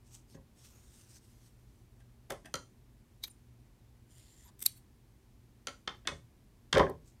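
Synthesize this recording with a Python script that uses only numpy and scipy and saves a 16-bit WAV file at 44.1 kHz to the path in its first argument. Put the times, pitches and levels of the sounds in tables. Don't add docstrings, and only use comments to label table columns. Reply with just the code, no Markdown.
import sys
import numpy as np
from scipy import signal
from scipy.fft import rfft, irfft, next_fast_len
from scipy.io import wavfile
from scipy.ndimage import uniform_filter1d, map_coordinates

SR = 44100
rng = np.random.default_rng(int(sys.argv[2]) if len(sys.argv) > 2 else 0)


def persist_wave(psi):
    counts = np.round(np.clip(psi, -1, 1) * 32767).astype(np.int16)
    wavfile.write(sys.argv[1], SR, np.atleast_2d(counts).T)


N = 317520
HIT_SIZE = SR // 2
HIT_T = np.arange(HIT_SIZE) / SR
TOP_HZ = 15900


# [start t/s, length/s, level/dB]
PULLS = [(.275, 0.073, -65.5), (0.547, 0.59, -68), (1.198, 0.292, -72), (1.503, 0.34, -80.5)]
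PULL_ATTACK_S, PULL_RELEASE_S = 0.044, 0.035
# [peak t/s, level/dB, time to fall to 1/e either side/s, swish f/Hz]
TUGS = [(0.074, -68.5, .012, 8000), (0.149, -55.5, 0.027, 7350), (0.652, -59, 0.031, 3380),
        (0.99, -62.5, 0.069, 8500), (1.11, -62, 0.015, 8400), (1.161, -58.5, 0.022, 6000),
        (1.46, -66, .025, 1800), (7.088, -65.5, 0.028, 6800)]
SLIDE_START_S, SLIDE_LENGTH_S, SLIDE_DB = 4.07, 0.42, -66.5
SLIDE_ATTACK_S, SLIDE_RELEASE_S = 0.075, 0.018
# [f/Hz, relative level per Hz/dB]
FIBRES = [(710, -11), (1200, -9.5), (2200, -10.5), (2900, -6.5), (4400, -5), (6000, -2), (7300, -5.5),
          (8800, -3), (10500, -10.5), (13000, -10), (15800, -15)]
# [f/Hz, relative level per Hz/dB]
STEEL = [(880, -36), (1500, -11), (1670, -6), (2080, -2), (2310, -12), (3170, -2.5), (3570, -3), (6320, -6),
         (7180, 4.5), (8250, -8), (9280, 2), (10400, -11), (12800, -9.5), (15800, -20.5)]


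def handling():
    t = np.arange(N) / SR
    pulls = sum(amp(db) * stroke(s, length, PULL_ATTACK_S, PULL_RELEASE_S) for s, length, db in PULLS)
    fingers = rub(FIBRES, grain_db=2.0, patchy_db=3.5)
    fingertip = rub(FIBRES, grain_db=2.5, patchy_db=1.5)
    tugs = np.zeros(N)
    for s, db, width, hz in TUGS:
        tugs += amp(db) * np.exp(-np.abs((t - s) / width)) * swish(fingertip, hz)
    slide = amp(SLIDE_DB) * stroke(SLIDE_START_S, SLIDE_LENGTH_S, SLIDE_ATTACK_S, SLIDE_RELEASE_S)
    blade = rub(STEEL, grain_db=3.0, patchy_db=2.0)
    return pulls * fingers + tugs + slide * blade


def rub(spectrum, grain_db, patchy_db):
    flutter_db = grain_db * wobble(900) + 1.1 * wobble(45)
    catches = rng.standard_normal(N) * amp(flutter_db)
    return unit(filtered(patchy(catches, patchy_db), lambda f: amp(along(spectrum, f))))


def patchy(x, depth_db, size=512):
    z = signal.stft(x, nperseg=size)[2]
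    across_hz = uniform_filter1d(rng.standard_normal(z.shape), size=7, axis=0)
    field = uniform_filter1d(across_hz, size=24, axis=1)
    return signal.istft(z * amp(depth_db * unit(field)), nperseg=size)[1][:len(x)]


def stroke(start, length, attack, release):
    t = np.arange(N) / SR - start
    return np.clip(t / attack, 0, 1) * np.clip(1 - (t - length) / release, 0, 1)


def swish(x, hz):
    peak = signal.lfilter(*signal.iirpeak(hz, 4, fs=SR), x)
    return unit(x + amp(0.5) * peak)


CUT_START_S, PLY_GAP_S = 4.5935, 0.0112
PLY_DB, PLY_SWELL_DB, PLY_TREBLE_DB = -53, 7, 0.5
PLY_RISE_S, PLY_FALL_S = 0.01424, 0.026


def plies(count=6):
    rows = []
    for k in range(count):
        level_db = PLY_DB + PLY_SWELL_DB * np.sin(np.pi * k / count)
        rows.append((CUT_START_S + k * PLY_GAP_S, level_db, PLY_TREBLE_DB, 0, PLY_RISE_S, PLY_FALL_S))
    return rows


# [peak t/s, level/dB, treble/dB, ring/dB, 60 dB rise/s, 60 dB fall/s]
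SNIPS = [(3.2387, -35, -7.5, 2.5, .026, 0.063), (3.283, -58, -15, -21, 0.12, 0.024),
         (4.627, -35, -1.5, -3.5, .04, 0.019), (4.658, -34.5, -1.5, 0, 0.018, 0.028),
         (4.6625, -15, 2.5, 4, .01, .013), (4.776, -62.5, -4, -14, 0.14, 0.096),
         (6.897, -52.5, 3.5, -0.5, .0039, .02)]
# [peak t/s, f/Hz, level/dB, time to fall to 1/e either side/s]
SQUEAKS = [(3.2775, 12480, -55.5, 0.0061), (3.28, 10800, -69, .002), (3.308, 9300, -58.5, 0.01),
           (3.316, 7400, -67, .005), (4.46, 12600, -67.5, 0.02), (4.478, 934, -70.5, 0.027),
           (4.489, 4760, -71, 0.0087)]
# [f/Hz, width/Hz, level/dB]
OPEN_BLADES = [(910, 170, -16), (2340, 90, -2), (3160, 170, -23), (3805, 230, 9), (4100, 170, 5.5),
               (4400, 280, 1), (5170, 340, -2), (5600, 270, -3), (6500, 730, -1), (8400, 700, 0),
               (12200, 790, -3), (13700, 1900, 0.5)]
# [f/Hz, width/Hz, level/dB]
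HALF_CLOSED = [(2110, 120, -11.5), (2720, 170, -10), (3600, 200, -7.5), (4750, 350, -11), (6100, 900, -7),
               (7800, 400, 1), (9100, 500, -4.5), (11300, 700, -4), (12800, 860, -2)]
# [f/Hz, width/Hz, level/dB]
BLADES = [(2509, 130, -17), (3780, 120, -4), (3991, 200, -3), (4470, 170, 5), (4400, 380, -2.5),
          (5200, 410, -10), (5935, 230, -11), (7160, 360, -7), (8880, 310, -6.5), (9860, 400, -3.5),
          (11650, 210, 2), (11540, 170, -4.5), (12550, 250, -12.5), (12400, 200, -4.5), (13900, 470, -10.5)]


def scissors():
    out = np.zeros(N)
    lead = 0.05
    closing_s, closed_s = 4, 4.6605
    t = HIT_T - lead
    for s, db, treble_db, ring_db, rise, fall in SNIPS + plies():
        modes = OPEN_BLADES if s < closing_s else HALF_CLOSED if s < closed_s else BLADES
        grind = chatter(amp(-60 * np.maximum(-t / rise, t / fall)))
        ring = amp(ring_db) * unit(resonate(grind, modes))
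        rasp = amp(-4.5) * unit(band(grind, (7500, 14500), order=2))
        rasp += amp(-16.0) * unit(band(grind, (700, 6000), order=1))
        snap = filtered(ring + rasp, lambda f: amp(along([(4500, 0.01), (9000, treble_db)], f)))
        handles = amp(-28.0) * unit(band(grind, (200, 600), order=2))
        direct = unit(near_echoes(snap + handles, echo_db=-21, span=.003))
        spread = unit(direct + amp(-1) * unit(band(grind, (2800, 14500), order=2)))
        reflections = in_room(spread, wet_db=-22.0) - spread
        add(out, s - lead, amp(db) * burst(direct + reflections, (rise + fall) / 10))
    for s, hz, db, width in SQUEAKS:
        drift = np.cumsum(rng.normal(0, .12, HIT_SIZE))
        tone = np.sqrt(2) * np.sin(2 * np.pi * hz * t + drift)
        squeak = amp(db) * np.exp(-(t / width) ** 4) * tone
        add(out, s - lead, in_room(squeak, wet_db=-14))
    return out


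# [t/s, level/dB before tilt, tilt/dB per octave, chatter t60/s, rise time constant/s, treble edge f/Hz]
KNOCKS = [(2.298, -51, -2.5, .021, 0.0011, 10000), (2.3032, -39.5, 0.03, .02, 0.001, 15500),
          (2.319, -49, 0.5, .017, 0.0027, 15000), (5.875, -33.5, 2.5, 0.016, .0008, 7000),
          (6.0722, -33, 5, .008, .0005, 8820), (6.7273, -26.5, 3.5, .015, .0006, 8500),
          (6.748, -32.5, 1, .019, 0.0042, 8500), (6.770, -28, -2, 0.015, 0.0014, 8500),
          (6.7798, -30.5, -1, 0.015, .00064, 12000), (6.7938, -27.5, -1.5, 0.02, .001, 7000),
          (6.8028, -35, -6, .01, .0012, 11000)]
# [f/Hz, width/Hz, level/dB]
WOOD = [(371, 34, -10.5), (604, 41, -8.5), (888, 130, -6), (1027, 49, 4), (1298, 180, 2), (1830, 250, 2),
        (2160, 99, -1), (2554, 41, -4), (3085, 170, -2.5), (3560, 250, 1), (5200, 2100, -19),
        (6070, 860, -2.5), (8920, 920, -23.5)]


def wooden_knocks():
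    return contacts(KNOCKS, WOOD, hold=.0025, touch=0.4, rattle_db=-2.0, wet_db=-9.5)


# [t/s, level/dB before tilt, tilt/dB per octave, chatter t60/s, rise time constant/s, treble edge f/Hz]
CLICKS = [(2.5405, -33, 1.5, 0.0074, 0.00018, 12800), (2.555, -48, 6, .021, .00016, 11000),
          (5.6705, -38, 3, 0.018, 0.00034, 11500), (5.6825, -43, 1.5, 0.015, 0.00019, 8560)]
# [f/Hz, width/Hz, level/dB]
CLICKER = [(262, 18, -3.5), (396, 77, -3.5), (583, 70, 2), (1320, 43, 5.5), (1430, 110, -4), (1920, 62, -5),
           (2150, 100, -7.5), (3120, 106, 5), (4160, 140, 0), (4700, 260, -4.5), (6050, 580, -3.5),
           (7330, 660, -3), (9120, 370, -11), (13250, 1800, -10)]


def clicks():
    return contacts(CLICKS, CLICKER, hold=0.00073, touch=0.78, rattle_db=-7.5, wet_db=-9.5)


# [t/s, level/dB before tilt, tilt/dB per octave, chatter t60/s, rise time constant/s, treble edge f/Hz]
SCUFFS = [(.344, -62, -2.5, .044, .0023, 11000), (2.0, -67.5, -0.5, 0.043, .005, 15600),
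          (2.445, -58, -2.5, 0.022, .012, 12000), (2.454, -50.5, 0, 0.032, .0063, 14100),
          (4.478, -70, -0.5, .05, .008, 15500), (6.0505, -55, -1.5, .06, .001, 4490)]
# [f/Hz, width/Hz, level/dB]
SCUFFED = [(230, 140, 3.5), (337.4, 50, -1), (636, 24, -0.5), (844, 44, -3), (1590, 57, 1),
           (1950, 230, -3.5), (2600, 210, -8.5), (3300, 230, -2), (4900, 240, -13.5), (5950, 330, -6.5),
           (9000, 900, -10)]


def scuffs():
    return contacts(SCUFFS, SCUFFED, hold=0.00083, touch=0.022, rattle_db=-9, wet_db=-8.5)


# [low f/Hz, high f/Hz]
BANDS = [(100, 700), (700, 2400), (2400, 5000), (5000, 15500)]


def contacts(rows, modes, hold, touch, rattle_db, wet_db):
    out = np.zeros(N)
    for s, level_db, tilt_db, chatter_t60, rise, edge_hz in rows:
        levels = contact_levels(level_db, tilt_db, edge_hz)
        dying = amp(-60 * np.maximum(HIT_T - hold, 0) / chatter_t60)
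        force = chatter(dying * (1 - np.exp(-HIT_T / rise)))
        force[0] += touch * np.linalg.norm(force)
        body = unit(resonate(force, modes)) + amp(rattle_db) * unit(force)
        body = lowpass(body, edge_hz, order=4)
        hit = sum(amp(db) * burst(band(body, edges), 0.003) for db, edges in zip(levels, BANDS))
        add(out, s, in_room(near_echoes(hit, echo_db=-19.5, span=.02), wet_db))
    return out


def contact_levels(db, tilt_db, edge_hz):
    centres_hz = np.sqrt(np.prod(BANDS, axis=1))
    levels = db + tilt_db * np.log2(centres_hz / 1300)
    crack_db = 17.5 * np.log2(edge_hz / TOP_HZ)
    return levels + np.array([0, 1.9, 0, crack_db])


# [t/s, boom level/dB before trim, thud level/dB before trim, hardness f/Hz]
THUMPS = [(0.345, -46.5, -47, 238), (0.373, -49, -50, 199), (2.307, -50.5, -31, 1500),
          (2.321, -58, -36, 700), (2.5442, -43, -39.5, 398), (6.081, -44, -31.5, 2000),
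          (6.118, -41, -38.5, 702), (6.739, -24.5, -27.5, 300), (6.7579, -36.5, -14.5, 1800),
          (6.7695, -24.5, -11, 1197), (6.7949, -30.5, -14, 1793), (6.802, -33.5, -12, 1002),
          (6.829, -37.5, -23, 900), (6.867, -47, -32.5, 1403), (6.894, -47, -28.5, 600)]
BOOM_TRIM_DB, THUD_TRIM_DB = -3.5, -7.5
# [f/Hz, width/Hz, level/dB]
TABLE_TOP = [(53.6, 11, -5.5), (84, 9, 0), (156.9, 4.5, -4), (267, 21, -5), (379, 35, -4), (406, 22, 1.5),
             (443.5, 15, -3), (534, 22, 4.5), (584, 28, 1.5), (681.6, 14, -5), (776, 21, -8), (894, 25, -8),
             (986, 32, -2), (1080, 40, 0), (1595, 140, -9), (1860, 160, -2)]


def thumps():
    out = np.zeros(N)
    for s, boom_db, thud_db, hardness_hz in THUMPS:
        force = chatter(amp(-60 * HIT_T / .016))
        force[0] += .9 * np.linalg.norm(force)
        force = lowpass(force, hardness_hz, order=2)
        top = unit(resonate(force, TABLE_TOP)) + amp(-7) * unit(force)
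        boom = amp(boom_db + BOOM_TRIM_DB) * burst(band(top, (42, 190)), 0.0098)
        thud = amp(thud_db + THUD_TRIM_DB) * burst(band(top, (225, 2100)), .009)
        add(out, s, in_room(boom + thud, wet_db=-13))
    return out


# [f/Hz, relative level per Hz/dB]
AIR = [(12, -32.5), (20, -14), (49, 0.5), (90, -7.5), (123, -2), (149, -15.5), (227, -11.5), (261, -16.5),
       (355, -16.5), (496, -26), (996, -29), (1320, -33.5), (2060, -33.5), (2880, -36), (15800, -41.5)]
# [f/Hz, peak level/dB before lift]
HUM = [(119.6, -71), (239.2, -79.5)]
HUM_LIFT_DB = 4.5


def background():
    air = unit(filtered(rng.standard_normal(N), lambda f: amp(along(AIR, f))))
    t = np.arange(N) / SR
    hum = sum(amp(db + HUM_LIFT_DB) * np.sin(2 * np.pi * hz * t) for hz, db in HUM)
    return amp(-61.5) * air + hum * amp(1.5 * wobble(2.6))


# [f/Hz, t60/s]
ROOM_T60 = [(100, .42), (500, 0.23), (1400, 0.19), (3700, 0.23), (9000, 0.32), (15000, 0.039)]
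# [f/Hz, relative level/dB]
ROOM_GAIN = [(60, -5.5), (230, 3.5), (450, -0.5), (1000, 5.5), (3500, -3), (8000, -6), (15000, 0)]


def in_room(x, wet_db):
    hz, t, z = signal.stft(rng.standard_normal(HIT_SIZE), SR, nperseg=256)
    fade = amp(along(ROOM_GAIN, hz)[:, None] - 60 * t / along(ROOM_T60, hz)[:, None])
    tail = signal.istft(z * fade, SR, nperseg=256)[1][:HIT_SIZE]
    tail = tail * (1 - np.exp(-(HIT_T / 0.0044) ** 2))
    return x + amp(wet_db) * signal.fftconvolve(x, tail / np.linalg.norm(tail))[:HIT_SIZE]


def near_echoes(x, echo_db, span, count=5):
    out = x.copy()
    for delay, sign in zip(rng.uniform(span / 10, span, count), rng.choice([-1, 1], count)):
        lag = max(round(delay * SR), 1)
        out[lag:] += sign * amp(echo_db) * x[:-lag]
    return out


def chatter(envelope):
    x = rng.standard_normal(HIT_SIZE) * envelope
    even = irfft(np.exp(1j * np.angle(rfft(x))), HIT_SIZE)
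    return unit(even * np.sqrt(envelope))


def resonate(x, modes):
    def response(f):
        total = 0
        for k, (centre, width, db) in enumerate(modes):
            damping = 1j * f * width
            total = total + (-1) ** k * amp(db) * damping / (centre * centre - f * f + damping)
        return total
    return filtered(x, response)


def filtered(x, response):
    size = next_fast_len(len(x) + SR // 4)
    return irfft(rfft(x, size) * response(np.fft.rfftfreq(size, 1 / SR)), size)[:len(x)]


def band(x, edges, order=3):
    return signal.sosfilt(signal.butter(order, edges, "bandpass", fs=SR, output="sos"), x)


def lowpass(x, hz, order):
    return signal.sosfilt(signal.butter(order, hz, fs=SR, output="sos"), x)


def wobble(rate):
    knots = rng.standard_normal(int(N * rate / SR) + 4)
    return map_coordinates(knots, [np.arange(N) * rate / SR])


def along(points, hz):
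    f, v = np.transpose(points)
    return np.interp(np.log(hz + 1), np.log(f + 1), v)


def amp(db):
    return 10 ** (np.asarray(db) / 20)


def unit(x):
    return x / np.sqrt(np.mean(x ** 2) + 1e-20)


def burst(x, seconds):
    return x / np.sqrt(np.sum(x ** 2) / (seconds * SR) + 1e-20)


def add(track, s, x):
    start = max(round(s * SR), 0)
    track[start:start + len(x)] += x[:N - start]


def scene():
    close = handling() + scissors()
    farther = wooden_knocks() + clicks() + scuffs() + thumps()
    return (close + farther + background())[None]


# [f/Hz, level/dB]
MICROPHONE = [(25, -4), (45, 0.5), (14000, -0.5), (15300, -2.5), (15900, -8.5)]


def record(dry):
    return np.array([filtered(x, lambda f: amp(along(MICROPHONE, f)) * (f < TOP_HZ)) for x in dry])


dry = scene()
out = record(dry)
persist_wave(out)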